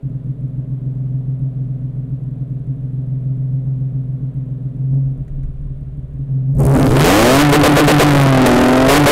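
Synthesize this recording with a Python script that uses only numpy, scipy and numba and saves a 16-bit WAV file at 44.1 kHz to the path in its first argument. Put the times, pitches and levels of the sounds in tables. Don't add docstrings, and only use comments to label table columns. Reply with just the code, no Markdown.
import sys
import numpy as np
from scipy import signal
from scipy.fft import rfft, irfft, next_fast_len
from scipy.io import wavfile
from numba import njit

SR = 44100
rng = np.random.default_rng(int(sys.argv[2]) if len(sys.argv) > 2 else 0)


def inscribe(sig):
    pcm = np.round(np.clip(np.atleast_2d(sig).T, -1, 1) * 32767)
    wavfile.write(sys.argv[1], SR, pcm.astype(np.int16))


N = 401751

# frequency_hz, density_db
AIR_COLOUR = [(350, -37), (600, 8.5), (625, -8.5), (919, -10), (997, -3), (1230, -6), (1830, -11.5),
              (2540, -15), (3630, -18), (5480, -31.5), (9360, -28), (14300, -34.5), (16000, -55.5)]
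TICK_COLOUR = [(800, -11), (1700, 5), (4500, -16), (8000, -8.5), (11000, -15), (16000, -28)]
THUD_COLOUR = [(35, 14), (55, -4), (90, -20), (200, -44)]
RASP_COLOUR = [(300, 3), (550, 9), (1000, -10.5), (2000, -15.5), (4000, -42.5), (8000, -31), (16000, -41)]
HISS_COLOUR = [(6000, -7), (9000, 0.5), (12000, -5), (16000, -11)]
# start_s, tick_db, thud_db
TICKS = [(4.9419, -50, -46), (5.28, -47, -21), (5.433, -48, -25)]
# pitch_hz, level_db
FAN_TONES = [(387.6, -55.5)]
# time_s, cycles_per_s
SAG = [(4.75, 6.9), (4.87, 7.55), (4.98, 7.55), (5.14, 7.1), (5.45, 6.15), (6.12, 6.1), (6.28, 7.25)]
RUN_UP = [(6.47, 7.35), (6.73, 12.2), (7, 24.8), (7.42, 49.8)]
FALL_BACK = [(8.11, 47.7), (8.52, 40.6), (8.6, 40.9), (8.87, 44.3), (8.98, 49.6)]
# start_s, end_s, roar_db, full_flow_pressure_db
PEDAL_PRESSES = [(7.042, 7.427, 7.5, 20), (8.464, 8.903, 3.5, -2.5), (8.884, 8.983, 13.5, 18)]
# start_s, end_s, roar_db
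LIMITER_BURSTS = [(7.523, 7.566, 20), (7.633, 7.68, 24.5), (7.766, 7.809, 23), (7.877, 7.922, 23),
                  (7.994, 8.038, 25), (9.061, 9.117, 23)]
# crank_angle_deg, strength_db, on_long_header (0 or 1)
CYLINDERS = [(120.3, -3.1, 1), (238, -5, 0), (358.5, -4.7, 1), (481.8, -4.1, 0), (601.2, 0, 1),
             (720.3, -1.8, 0)]
# pitch_hz, width_hz, level_db
BARK_MODES = [(449, 250, 4.5), (465, 120, 1.5), (622, 170, 5.5), (886, 160, -12), (1097, 190, -9)]
# cycles_per_s, chug_db, boom_db, drone_db, bark_db, hiss_db
PIPE_BY_SPEED = [(6, -38.5, -28, -45.5, -54.5, -82), (7.084, -37.5, -21.5, -36.5, -49.5, -80.5),
                 (7.282, -37, -17, -37, -48.5, -81.5), (7.6, -35.5, -13.5, -31.5, -49, -79.5),
                 (8.6, -24, -16, -38, -46, -70), (10, -13, -1.5, -19.5, -19.5, -37),
                 (14.67, -12.5, -3.5, -0.5, -14, -31), (20.1, -6.5, -4, -8, -14, -52),
                 (24.9, -0.5, 6.5, 1.5, 0, -17), (42.1, -4.5, 1, 6.5, -2.5, -62),
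                 (45.6, -8.5, 7, 2, -3.5, -29), (48.5, 0, 2, 6, -11.5, -38.5)]

IDLE_SPEED, HUNT_DEPTH, LIMITER_LOW, LIMITER_HIGH = 7.044, .12, 47.2, 50.2
IDLE_CREEP_PER_S, HUNT_PERIOD_S, HUNT_CREST_S = .025, 2.28, 1.242
HEADER_LAG_IDLE_S, HEADER_LAG_FAST_S = .00136, .00065
ROAR_BOOM, ROAR_DRONE, ROAR_BARK, ROAR_BLARE, ROAR_RASP = -.14, -.59, .787, 1.56, 1.373
FUEL_BOOM_DB, FUEL_STEADIES = -9.5, .23
BLARE_DB, RASP_DB, RASP_FLOW_DB = -20.5, -9.5, -3
MIC_LIMIT, CUTOFF_HZ = .37, 15700


def from_db(db):
    return 10 ** (np.asarray(db) / 20)


def unit_rms(x):
    return x / np.sqrt(np.mean(x ** 2) + 1e-20)


def cut(x, hz, kind, order=2):
    return signal.sosfilt(signal.butter(order, hz, kind, fs=SR, output="sos"), x)


def noise(colour):
    hz, db = np.transpose(colour)
    size = next_fast_len(N)
    bin_hz = np.maximum(np.arange(size // 2 + 1) * SR / size, 1)
    gain = from_db(np.interp(np.log(bin_hz), np.log(hz), db)) * np.minimum(bin_hz / hz[0], 1) ** 2
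    return unit_rms(irfft(rfft(rng.standard_normal(size)) * gain, size)[:N])


def burst(start_s, decay_s):
    age_s = np.arange(N) / SR - start_s
    return (age_s >= 0) * np.exp(-np.clip(age_s / decay_s, 0, 50))


def held(start_s, end_s, edge_s):
    t = np.arange(N) / SR
    return np.clip(np.minimum(t - start_s, end_s - t) / edge_s + .5, 0, 1)


def trail(pulses, decay_s):
    return signal.lfilter([1], [1, -np.exp(-1 / (decay_s * SR))], pulses + 1e-12)


def evened(x, cycles):
    energy = np.cumsum(x * x)
    at = np.arange(N)
    before, after = np.interp(cycles - 1, cycles, at), np.interp(cycles + 1, cycles, at)
    power = (np.interp(after, at, energy) - np.interp(before, at, energy)) / (after - before)
    return x / np.sqrt(power + 1e-20)


@njit
def resonate(x, hz, width_hz):
    out, state = np.zeros(len(x)), 0j
    for i in range(len(x)):
        loss = np.pi * width_hz[i] / SR
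        state = state * np.exp(-loss + 2j * np.pi * hz[i] / SR) + 2 * loss * x[i]
        out[i] = state.real
    return out


def air(level_db=-61):
    return from_db(level_db) * noise(AIR_COLOUR)


def fan():
    t = np.arange(N) / SR
    return sum(np.sqrt(2) * from_db(db) * np.sin(2 * np.pi * hz * t) for hz, db in FAN_TONES)


def ticks_and_thuds():
    thuds = noise(THUD_COLOUR) * sum(from_db(db) * burst(s, decay_s=.23) for s, _, db in TICKS)
    ticks = noise(TICK_COLOUR) * sum(from_db(db - 6) * burst(s, decay_s=.0067) for s, db, _ in TICKS)
    return ticks + cut(thuds, 90, "low", order=4)


def engine_speed():
    idle_s = np.arange(0, SAG[0][0], .1)
    hunt = HUNT_DEPTH * np.cos(2 * np.pi * (idle_s - HUNT_CREST_S) / HUNT_PERIOD_S)
    points = [*zip(idle_s, IDLE_SPEED + IDLE_CREEP_PER_S * idle_s + hunt), *SAG, *RUN_UP, *FALL_BACK]
    for start_s, end_s, _ in LIMITER_BURSTS:
        points += [(start_s, LIMITER_LOW), (end_s, LIMITER_HIGH)]
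    return np.interp(np.arange(N) / SR, *np.transpose(sorted(points)))


def throttle(limiter_pressure_db=5):
    bursts = [(*row, limiter_pressure_db) for row in LIMITER_BURSTS]
    start_s, end_s, roar_db, pressure_db = np.transpose([*PEDAL_PRESSES, *bursts])
    on = held(start_s[:, None], end_s[:, None], edge_s=.007)
    return np.minimum(on.sum(axis=0), 1), roar_db @ on, pressure_db @ on


def firings(cycles, flow, fuel, roar_db, jitter_s=.00002):
    angle_deg, strength_db, long_header = np.tile(CYLINDERS, (int(cycles[-1]) + 1, 1)).T
    due_cycle = np.arange(len(angle_deg)) // len(CYLINDERS) + angle_deg / 720
    at = np.interp(due_cycle, cycles, np.arange(N), right=2 * N)
    uneven = (1 + .64 * flow) * (1 - .69 * np.clip(roar_db / 7, 0, 1) ** 2)
    scatter_db = (1.7 + 1.6 * flow) * (1 - FUEL_STEADIES * fuel)
    lag_s = HEADER_LAG_IDLE_S + flow * (HEADER_LAG_FAST_S - HEADER_LAG_IDLE_S)
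    uneven, scatter_db, lag_s = (np.interp(at, np.arange(N), c) for c in (uneven, scatter_db, lag_s))
    chance = rng.standard_normal((len(at), 2))
    at = (at + SR * (long_header * lag_s + jitter_s * chance[:, 0])).astype(int)
    size = from_db(strength_db * uneven + scatter_db * chance[:, 1])
    return np.bincount(at[at < N], size[at < N], N)


def pipe_chug(puffs, swirl, flow, heat):
    upper = resonate(puffs + .15 * swirl, 54 * heat, 10 + 50 * flow)
    lower = resonate(puffs + (.15 + flow) * swirl, 22 * heat, 18 + 30 * flow)
    chug = upper + .45 * lower
    top_edge = cut(cut(chug, 100, "low", order=6), 70, "high")
    return cut(chug, 72, "low", order=6) + 1.3 * flow * top_edge


def pipe_boom(puffs, swirl, flow, heat, idle_hz=135.1):
    ring = resonate(puffs + .03 * swirl, idle_hz * heat, 5 + 30 * flow)
    return cut(resonate(ring, idle_hz * heat, 55 + 55 * flow), 230, "low", order=3)


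def pipe_drone(puffs, swirl, flow, heat, boom, cycles):
    ring = resonate(puffs + (.45 - .3 * flow) * swirl, 256 * heat, 16 + 25 * flow)
    ring = cut(resonate(ring, 260 * heat, 55 + 55 * flow), 420, "low", order=3)
    octave = cut(boom ** 2, 220, "high", order=4)
    return evened(ring, cycles) + .9 * (1 - flow) ** 2 * evened(octave, cycles)


def pipe_bark(puffs, swirl, flow):
    drive = puffs * np.sqrt(flow) + (.8 * (1 - flow) ** 4 + .11) * swirl
    bark = sum(from_db(db) * resonate(drive, np.full(N, hz), np.full(N, width_hz))
               for hz, width_hz, db in BARK_MODES)
    bark = cut(bark, 340, "high", order=3)
    return cut(bark, 500, "low", order=3) * (1 - flow) + bark * flow


def backfire(start_s=8.46, level_db=18, decay_s=.008):
    crack = unit_rms(cut(noise(RASP_COLOUR), 1000, "high", order=1))
    return from_db(level_db) * burst(start_s, decay_s) * crack


def exhaust():
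    speed = engine_speed()
    fuel, roar_db, pressure_db = throttle()
    cycles = np.cumsum(speed) / SR
    flow = np.clip((speed - 7.5) / 42, 0, 1)
    heat = 1 + .08 * flow
    puffs = firings(cycles, flow, fuel, roar_db)
    gust = evened(trail(puffs, decay_s=.0022), cycles)
    swirl = evened((gust * flow + .5) * rng.standard_normal(N), cycles)
    puffs = evened(puffs, cycles)

    chug = pipe_chug(puffs, swirl, flow, heat)
    boom = pipe_boom(puffs, swirl, flow, heat)
    drone = pipe_drone(puffs, swirl, flow, heat, boom, cycles)
    bark = pipe_bark(puffs, swirl, flow)
    blare = cut(cut(puffs, 1200, "high"), 1800, "low")
    rasp = evened((gust * flow + .57) * noise(RASP_COLOUR), cycles)

    speeds, *levels = np.transpose(sorted(PIPE_BY_SPEED))
    chug_db, boom_db, drone_db, bark_db, hiss_db = (np.interp(speed, speeds, db) for db in levels)
    load_db = 7.7 * held(start_s=5, end_s=6.28, edge_s=.15)
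    pipe = (from_db(chug_db + load_db) * evened(chug, cycles)
            + from_db(boom_db + FUEL_BOOM_DB * fuel + ROAR_BOOM * roar_db) * evened(boom, cycles)
            + from_db(drone_db + ROAR_DRONE * roar_db) * evened(drone, cycles)
            + from_db(bark_db + ROAR_BARK * roar_db) * evened(bark, cycles)
            + from_db(bark_db + BLARE_DB + ROAR_BLARE * roar_db) * flow * evened(blare, cycles)
            + from_db(bark_db + RASP_DB + RASP_FLOW_DB * flow + ROAR_RASP * roar_db) * rasp
            + from_db(hiss_db) * gust * noise(HISS_COLOUR))
    return pipe * from_db(pressure_db * flow)


def scene():
    return (exhaust() + backfire() + fan() + ticks_and_thuds() + air())[None]


def diaphragm_spit(pressure):
    overdriven = np.abs(pressure) > 1.45 * MIC_LIMIT
    hits = np.diff(overdriven.astype(float), prepend=0) > 0
    sizes = from_db(-28 + 8 * np.clip(rng.standard_normal(N), -3, 2.3))
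    fizz = trail(hits * sizes, decay_s=.00039) * rng.standard_normal(N)
    return cut(cut(fizz, 7300, "high", order=3), 9400, "low")


def record(dry):
    pressure = dry[0]
    drive = signal.resample_poly(pressure, 2, 1) / MIC_LIMIT
    squared = signal.resample_poly(MIC_LIMIT * drive / (1 + drive ** 8) ** (1 / 8), 1, 2)
    leak = from_db(-53.5) * cut(pressure, 1800, "high", order=1)
    mic = squared + leak + diaphragm_spit(pressure)
    mic = cut(mic, 2.8, "high", order=1)
    mic = cut(mic, 15000, "low", order=4)
    return signal.sosfilt(signal.ellip(10, .3, 80, CUTOFF_HZ, fs=SR, output="sos"), mic)[None]


dry = scene()
out = record(dry)
inscribe(out)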